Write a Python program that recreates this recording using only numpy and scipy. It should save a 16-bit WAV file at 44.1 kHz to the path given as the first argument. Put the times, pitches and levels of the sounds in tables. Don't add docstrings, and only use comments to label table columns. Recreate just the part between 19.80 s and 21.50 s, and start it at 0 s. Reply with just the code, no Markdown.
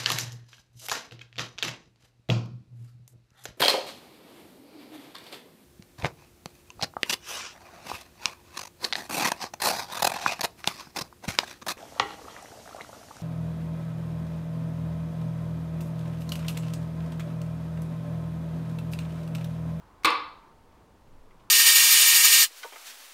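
import sys
import numpy as np
from scipy import signal
from scipy.fft import rfft, irfft, next_fast_len
from scipy.io import wavfile

SR = 44100
rng = np.random.default_rng(int(sys.argv[2]) if len(sys.argv) > 2 else 0)


def int16_out(signal):
    q = np.round(np.clip(np.atleast_2d(signal).T, -1, 1) * 32767)
    wavfile.write(sys.argv[1], SR, q.astype(np.int16))


def linear_from_db(decibels):
    return 10 ** (np.asarray(decibels, float) / 20)


N = 74970

# frequency in Hz, density in dB per Hz.
AIR_COLOUR = [(18, -26.5), (30, 0.5), (245, -9), (311, -9.5), (426, -10.5), (486, -11), (913, -15.5),
              (1430, -23), (16000, -41.5)]
# time in seconds, level in dB.
TRAFFIC_LEVEL = [(0, -60), (.04, -60), (.1, -62), (.22, -61.5), (.7, -61.5), (.8, -72.5), (.95, -65),
                 (1.15, -72.5), (1.35, -71), (1.62, -64.5), (1.7, -64)]
# time in seconds, level in dB.
SWAY_LEVEL = [(0, -104), (.5, -66.5), (.9, -57), (1.05, -77), (1.23, -61), (1.33, -46), (1.45, -48.5),
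              (1.6, -55.5), (1.7, -71)]
# start in seconds, level in dB, centre in Hz, width in Hz, T60 in seconds.
SMALL_TICKS = [(.2340, -37, 2350, 500, .02), (.2338, -47, 5300, 2000, .06), (.2340, -56, 11000, 4000, .03),
               (.555, -63, 2320, 250, .06), (.622, -64, 2350, 250, .06), (.670, -61, 2250, 600, .04),
               (.7265, -54, 700, 800, .012), (.922, -64, 3000, 2500, .03), (1.2176, -63, 1500, 1500, .03),
               (1.27, -65, 2600, 1200, .04), (1.470, -50, 430, 100, .06), (1.509, -53, 2120, 300, .04),
               (1.507, -54, 1500, 1800, .03), (1.602, -58, 1060, 200, .05), (1.594, -63, 2900, 2800, .12)]
# frequency in Hz, T60 in seconds.
ROOM_T60 = [(150, .3), (400, 0.53), (1100, 0.54), (2500, 0.44), (4500, 0.51), (7000, .3), (14000, 0.25)]
# frequency in Hz, gain in dB.
WALL_COLOUR = [(150, 1.1), (1000, 3.6), (2000, -2), (5000, -4), (8500, -11.5), (11000, -11), (16000, -15.5)]
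# frequency in
# Hz, level in dB, T60 in seconds.
STEEL_MODES = [(330.3, -21, 0.39), (482.3, -12, 0.33), (1167.4, 1.5, 0.44), (2037, -17.5, 0.59),
               (2100, -10.5, 0.29), (2593, -2, 0.17), (2675, -14, 0.33), (3103, -21, 0.48),
               (3930, -14, 0.36), (3840, -29, 0.41), (4290, -10, 0.12), (5163, -19, 0.28),
               (7700, -31, 0.17),
               (298.6, -18, 0.64), (556.5, -17.5, 0.51), (755, -17.5, 0.54), (927, -16.5, .4),
             (972, -8, 0.58), (1018, -11, .45), (1072, -15.5, .45), (1141.6, -3, 0.38), (1192, -2.5, 0.57),
             (1202, -12, 0.54), (1270, -12, 0.542), (1307, -17, 0.78), (1340, -17, 0.43), (1770, -15.5, .4)]
# frequency in Hz, width in Hz, level in dB.
BODY_MODES = [(311, 47, 1), (538, 125, -11.5), (770, 140, -11.5), (992, 121.5, -6.5), (1157, 41, 6.5),
              (1800, 350, -11.5), (2018, 250, -9), (2285, 220, -3.5), (2625, 200, -3.5), (3494, 530, -6.5),
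              (4360, 570, -6.5), (5283, 300, -12.5), (5840, 1200, -29), (8380, 500, -21)]
# frequency in Hz, level in dB.
CRACK_COLOUR = [(100, -54), (500, -13.5), (2000, 5), (5000, -14), (9000, -12), (12000, -15.5), (16000, -23)]
CONTACT_TIMES_S = [
    .2346,
    .2459,
    .2468,
    .2690,
    .3040,
]
# blow in dB, crack in dB.
CONTACT_LEVELS = [
    (-44.5, -36),
    (-28.5, -25.5),
    (-9.5, -16),
    (-28, -31),
    (-23, -23),
]


def unit(x):
    return x / np.sqrt(np.mean(x ** 2) + 1e-20)


def along(points, hz):
    f, v = np.transpose(points)
    return np.interp(np.log(hz + 1), np.log(f + 1), v)


def gain(rows):
    s, db = np.transpose(rows)
    return linear_from_db(np.interp(np.arange(N) / SR, s, db))


def filtered(x, response):
    m = next_fast_len(N + SR // 2)
    spectrum = rfft(x, m) * response(np.fft.rfftfreq(m, 1 / SR))
    return irfft(spectrum, m)[:N]


def peak(f, hz, width_hz):
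    return 1j * f * width_hz / (hz * hz - f * f + 1j * f * width_hz + 1e-9)


def noise(response):
    return unit(filtered(rng.standard_normal(N), response))


def since(s):
    return np.maximum(np.arange(N) / SR - s, 0)


def room_air():
    air_db = -58.5
    return linear_from_db(air_db) * noise(lambda f: linear_from_db(along(AIR_COLOUR, f)) * (f > 25))


def traffic():
    centre_hz, width_hz = 1000, 590
    return gain(TRAFFIC_LEVEL) * noise(lambda f: peak(f, centre_hz, width_hz) ** 2)


def camera_sway():
    sway_hz, bump_hz, bump_width_hz, bump_db = 15, 45, 40, -16
    sway = np.sin(2 * np.pi * sway_hz * np.arange(N) / SR)
    bumps = noise(lambda f: peak(f, bump_hz, bump_width_hz))
    return gain(SWAY_LEVEL) * (sway + linear_from_db(bump_db) * bumps)


def small_ticks():
    rise_s = 0.0026
    out = np.zeros(N)
    for s, db, hz, width_hz, t60_s in SMALL_TICKS:
        t = since(s)
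        envelope = linear_from_db(db - 60 * t / t60_s) * (1 - np.exp(-t / rise_s))
        out += envelope * noise(lambda f: peak(f, hz, width_hz) ** 2)
    return out


def room_answer(x):
    room_db, build_up_s = -5.5, 0.0054
    hz, t, z = signal.stft(rng.standard_normal(SR), SR, nperseg=256)
    tail_db = along(WALL_COLOUR, hz)[:, None] - 60 * t / along(ROOM_T60, hz)[:, None]
    tail = signal.istft(z * linear_from_db(tail_db), SR, nperseg=256)[1]
    tail = tail * (1 - np.exp(-np.arange(len(tail)) / SR / build_up_s))
    return linear_from_db(room_db) * signal.fftconvolve(x, tail / np.linalg.norm(tail))[:N]


def steel_ring():
    slam_s, ring_db, rise_s = 0.2465, -22, 0.0013
    handle_hz, handle_db, handle_t60_s = 907, -58, 4.6
    t = since(slam_s)
    ring = np.zeros(N)
    for hz, db, t60_s in STEEL_MODES:
        ring += linear_from_db(ring_db + db - 60 * t / t60_s) * np.sin(2 * np.pi * hz * t)
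    hum = linear_from_db(handle_db - 60 * t / handle_t60_s) * np.sin(2 * np.pi * handle_hz * t)
    return (ring + hum) * (1 - np.exp(-t / rise_s))


def joint_chatter():
    start_s, hold_s, t60_s = 0.2472, 0.011, 0.015
    return (since(start_s) > 0) * linear_from_db(-60 * since(start_s + hold_s) / t60_s)


def body_response(f):
    low_cut_hz = 200
    modes = 0
    for k, (hz, width_hz, db) in enumerate(BODY_MODES):
        modes = modes + (-1) ** k * linear_from_db(db) * peak(f, hz, width_hz)
    return modes * (1j * f / (low_cut_hz + 1j * f)) ** 2


def lever_snap():
    chatter_blow_db, chatter_grit_db = -4, -22
    crack_rise_s, crack_t60_s = 0.00028, 0.0069
    impulse_db = 29
    grit = noise(lambda f: linear_from_db(along(CRACK_COLOUR, f)))
    chatter = joint_chatter()
    blows = linear_from_db(chatter_blow_db) * chatter * rng.standard_normal(N)
    cracks = linear_from_db(chatter_grit_db) * chatter * grit
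    for s, (blow_db, crack_db) in zip(CONTACT_TIMES_S, CONTACT_LEVELS):
        t = since(s)
        blows[round(s * SR)] += linear_from_db(blow_db + impulse_db)
        cracks += linear_from_db(crack_db - 60 * t / crack_t60_s) * (1 - np.exp(-t / crack_rise_s)) * grit
    return cracks + filtered(blows, body_response)


def scene():
    snap = lever_snap()
    pliers = snap + steel_ring() + room_answer(snap)
    ticks = small_ticks()
    background = room_air() + traffic() + camera_sway()
    return (pliers + ticks + background)[None]


def roll_off(x):
    return signal.sosfilt(signal.butter(12, 16500, fs=SR, output="sos"), x)


def record(dry):
    clip, hardness, top_hz = 0.24, 8, 16000
    clipped = dry[0] / (1 + np.abs(dry[0] / clip) ** hardness) ** (1 / hardness)
    mix = filtered(clipped, lambda f: f < top_hz)[None]
    return roll_off(mix)


dry = scene()
out = record(dry)
int16_out(out)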